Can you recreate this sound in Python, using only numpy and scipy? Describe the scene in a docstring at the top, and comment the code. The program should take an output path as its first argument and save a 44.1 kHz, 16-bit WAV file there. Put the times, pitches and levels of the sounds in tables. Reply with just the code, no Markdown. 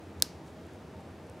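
"""In a small room, close to the microphone, a card is eased into a thin clear plastic sleeve.
The film buckles once with a sharp snap, made of short damped tones, that nudges the card.
The snap echoes briefly, as fading noise. Faint ticks are bursts of bright noise, and short slides
are crowds of tiny clicks. Below lies steady room noise with a fan-like hum of wavering tones."""
import sys
import numpy as np
from scipy import signal
from scipy.fft import rfft, irfft
from scipy.io import wavfile
from scipy.ndimage import uniform_filter1d

SR = 44100
rng = np.random.default_rng(int(sys.argv[2]) if len(sys.argv) > 2 else 0)


def dump_mix(stems):
    """Bounce the given channels to the path in sys.argv[1] as a 16-bit WAV at rate SR."""
    frames = np.atleast_2d(stems).T  # one column per channel
    limited = np.clip(frames, -1, 1)  # hard clip at full scale
    pcm = np.round(limited * 32767).astype(np.int16)
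    wavfile.write(sys.argv[1], SR, pcm)


N = 61739  # length in samples, 1.4 s

SNAP_S = 0.222333  # the moment the film buckles


def amp(db):
    """Turns decibels into a gain."""
    return 10 ** (np.asarray(db) / 20)


def evened(x):
    """Scales a sound to an rms of 1."""
    return x / np.sqrt(np.mean(x ** 2) + 1e-20)


def read(points, hz):
    """Reads a table between its points, on a log-frequency axis."""
    f, value = np.transpose(points)
    return np.interp(np.log(hz + 1), np.log(f + 1), value)


def add(mix, s, sound):
    """Mixes a sound in from time s, cutting off what runs past the end."""
    part = mix[..., round(s * SR):][..., :sound.shape[-1]]
    part += sound[..., :part.shape[-1]]


def fade(age, t60):
    """Natural dying away: the level falls by 60 dB in t60 seconds."""
    return np.exp(-np.log(1000) * age / t60)


def low_pass(x, hz):
    """Steeply removes what lies above hz, in both channels."""
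    taps = signal.firwin(511, hz, window=("kaiser", 9), fs=SR)
    return signal.oaconvolve(x, taps[None], "same")


def noise(spectrum):
    """Stereo noise of a given colour: a shared part plus a weaker part opposite in the two channels."""
    # How alike left and right are: (frequency [Hz], likeness [1 = identical])
    likeness = [(30, 0.96), (80, 1), (250, .98), (600, 0.96), (1300, 0.88), (3000, 0.84), (8000, 0.84),
                (15000, 1)]
    hz = np.fft.rfftfreq(N, 1 / SR)
    mid, side = rfft(rng.standard_normal((2, N)))
    same = np.clip(read(likeness, hz), -1, 1)
    mid = mid * np.sqrt(1 + same)
    side = side * np.sqrt(1 - same)
    left_right = np.array([mid + side, mid - side])
    return evened(irfft(left_right * amp(read(spectrum, hz)), N))


def ring(modes, age_of):
    """Damped tones that swell and die in a millisecond or so; age_of gives each its own clock."""
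    out = 0
    for hz, db, swell in modes:
        age = np.maximum(age_of(hz), 0)  # silent until its clock starts
        envelope = age / swell * np.exp(1 - age / swell)  # peaks at 1 when age equals swell
        out = out + amp(db) * envelope * np.sin(2 * np.pi * hz * age)
    return out


def snap():
    """The film flips over, its bending waves bringing the treble first; the card knocks just after."""
    # Tones of the film: (frequency [Hz], peak level [dB], time to swell [s])
    film_modes = [(4200, -7.4, 0.000214), (5041, -6.3, 0.000281), (6718, -10.9, 0.000291),
                  (7554, -4.4, 0.000135), (8500, -7.0, 0.00028), (9403, -6.1, 0.000124),
                  (11304, -19.2, 0.00038), (12190, -21.5, 0.00037), (13988, -14.7, 0.000185),
                  (15495, -25.2, 0.000287)]
    # Tones of the card behind the film: (frequency [Hz], peak level [dB], time to swell [s])
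    card_modes = [(597, -33, 0.0008), (1590, -34, 0.0013)]
    travel_s, travel_hz = 0.0007333, 4000  # bending waves of this pitch take this long to arrive
    card_lag_s = 0.001392
    t = np.arange(N) / SR - SNAP_S
    film = ring(film_modes, lambda hz: t - travel_s * np.sqrt(travel_hz / hz))
    card = ring(card_modes, lambda hz: t - card_lag_s)
    return film + card


def ticks():
    """Tiny creases let go, each a few milliseconds of bright crackle."""
    # Small crinkles: (time [s], peak level [dB], centre frequency [Hz])
    crinkles = [(.0375, -55.5, 10100), (0.2004, -42, 5750), (0.6677, -54, 10000), (.7365, -51, 10600),
                (.7470, -57, 11000), (1.0068, -52.5, 7000), (1.2688, -54, 10000), (1.2983, -44.5, 7800)]
    t60_s, width_octaves, top_hz = 0.0052, 0.72, 13000
    t = np.arange(512) / SR
    out = np.zeros(N)
    hz = np.fft.rfftfreq(len(t), 1 / SR)
    for s, db, centre in crinkles:
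        octaves = np.log2((hz + 1) / centre)
        colour = np.exp(-0.5 * (octaves / width_octaves) ** 2 - (hz / top_hz) ** 4)
        random_phase = np.exp(2j * np.pi * rng.random(len(hz)))
        crackle = irfft(colour * random_phase) * fade(t, t60_s)
        add(out, s, amp(db) * crackle / abs(crackle).max())
    return out


def slides():
    """The card rubs along the film: dense small slips under each stroke."""
    # Strokes of the card: (middle [s], half length [s], rms level [dB])
    strokes = [(0.065, 0.069, -76.5), (0.479, 0.013, -67.5), (0.568, 0.24, -74.5)]
    # Colour of the rubbing: (frequency [Hz], relative level [dB per Hz])
    rub_colour = [(1500, -24), (3500, 5), (7000, 2), (11000, -5), (16000, -17.5)]
    slips_per_s, spread_db = 7500, 5
    t = np.arange(N) / SR
    hz = np.fft.rfftfreq(N, 1 / SR)
    slipping = rng.random(N) < slips_per_s / SR
    direction = rng.choice([-1, 1], N)
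    strength = amp(spread_db * np.minimum(rng.exponential(1, N), 4))  # a few slips are much stronger
    slips = slipping * direction * strength
    stroke = sum(amp(db) * np.exp(-0.5 * ((t - s) / half) ** 2) for s, half, db in strokes)
    return stroke * evened(irfft(rfft(slips) * amp(read(rub_colour, hz)), N))


def lean_left(x):
    """The top treble of the sleeve reaches the left microphone more strongly."""
    # Left minus right: (frequency [Hz], level difference [dB])
    left_lead = [(100, -1.5), (9000, 1), (11500, 3.5), (13500, 3.5), (17000, 5)]
    lead = read(left_lead, np.fft.rfftfreq(N, 1 / SR))
    return irfft(rfft(x) * amp(np.array([lead, -lead]) / 2), N)


def echoes():
    """The snap scatters off hands and table, returns from a wall, and dies away in the room."""
    # Colour of the scatter from hands and table: (frequency [Hz], relative level [dB])
    near_colour = [(100, -23), (350, -14), (700, -4.5), (1200, -9.5), (1600, -10), (2200, -11.5),
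                   (3000, -12.5), (4200, 5.5), (7000, -6), (9000, -4), (13000, -8), (16000, -18)]
    # Colour of the wall's answer and the room's tail: (frequency [Hz], relative level [dB])
    tail_colour = [(500, 1.5), (2000, -7), (3200, -5.5), (5000, 2), (7300, -6), (10000, -8.5), (13000, -12),
                   (16000, -24.5)]
    # How long the room's tail takes to fall by 60 dB: (frequency [Hz], time [s])
    tail_t60 = [(500, 0.21), (5000, 0.35), (10000, 0.26), (16000, .22)]
    near_db, near_lag_s, near_t60_s = -23.5, 0.00131, 0.017
    wall_db, wall_lag_s, wall_t60_s = -56, 0.0235, 0.067
    tail_db, tail_lag_s = -45, 0.0088
    t = np.arange(N) / SR
    out = np.zeros((2, N))
    add(out, SNAP_S + near_lag_s, amp(near_db) * noise(near_colour) * fade(t, near_t60_s))
    add(out, SNAP_S + wall_lag_s, amp(wall_db) * noise(tail_colour) * fade(t, wall_t60_s))
    # Split the tail by frequency, so each band fades at its own speed
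    hz, age, bands = signal.stft(noise(tail_colour), SR, nperseg=256)
    tail = signal.istft(bands * fade(age, read(tail_t60, hz)[:, None]), SR)[1]
    add(out, SNAP_S + tail_lag_s, amp(tail_db) * tail)
    return out


def air():
    """Low room noise whose colour drifts a little, in small patches of time and frequency."""
    # Colour of the room noise: (frequency [Hz], relative level [dB per Hz])
    air_colour = [(20, -35), (40, -36), (52, -37), (66, -7.5), (86, 4.5), (115, -7.5), (170, -2.5),
                  (230, -7.5), (400, -7), (620, -13), (800, -14), (1100, -20), (2000, -25), (3500, -32),
                  (7300, -39.5), (11000, -45), (15500, -51.5)]
    level_db = -47.5
    patch_db, patch_hz, patch_s = 0.46, 350, 0.044  # rms drift and size of a patch
    hz, t, bands = signal.stft(noise(air_colour), SR, nperseg=1024)
    patches = rng.standard_normal((len(t), len(hz)))
    patches = uniform_filter1d(patches, max(1, round(patch_s / t[1])), axis=0)
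    patches = evened(uniform_filter1d(patches, max(1, round(patch_hz / hz[1])), axis=1))
    drifting = signal.istft(bands * amp(patch_db * patches.T), SR)[1][:, :N]
    return amp(level_db) * evened(drifting)


def hum():
    """Faint tones, as of a fan, each wavering at random in strength and phase."""
    # Tones of the hum: (frequency [Hz], rms level [dB])
    hum_tones = [(207, -62.5), (262, -63.5), (328, -61), (479, -66), (630, -64.5), (780, -74.5),
                 (903, -70.5), (1210, -74)]
    width_hz, waver = 14, 0.51  # how fast and how strongly the tones waver
    t = np.arange(N) / SR
    hz = np.fft.rfftfreq(N, 1 / SR)
    out = np.zeros(N)
    for pitch, db in hum_tones:
        slow = rfft(rng.standard_normal((2, N))) * np.exp(-(hz / width_hz) ** 2)
        a, b = evened(irfft(slow, N))
        steady = np.exp(2j * np.pi * (pitch * t + rng.random()))
        wavering = (1 + waver * (a + 1j * b)) * steady
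        out += amp(db) * evened(wavering.real)
    return out


def scene():
    """The snap up close; around it the small handling sounds and the room."""
    around = lean_left(ticks() + slides()) + echoes() + air() + hum()
    return lean_left(snap()) + low_pass(around, 15800)  # top of the quieter sounds, in Hz


def record(dry):
    """The recorder's band limit: nothing much passes above 16.6 kHz."""
    return low_pass(dry, 16600)


dry = scene()
out = record(dry)
dump_mix(out)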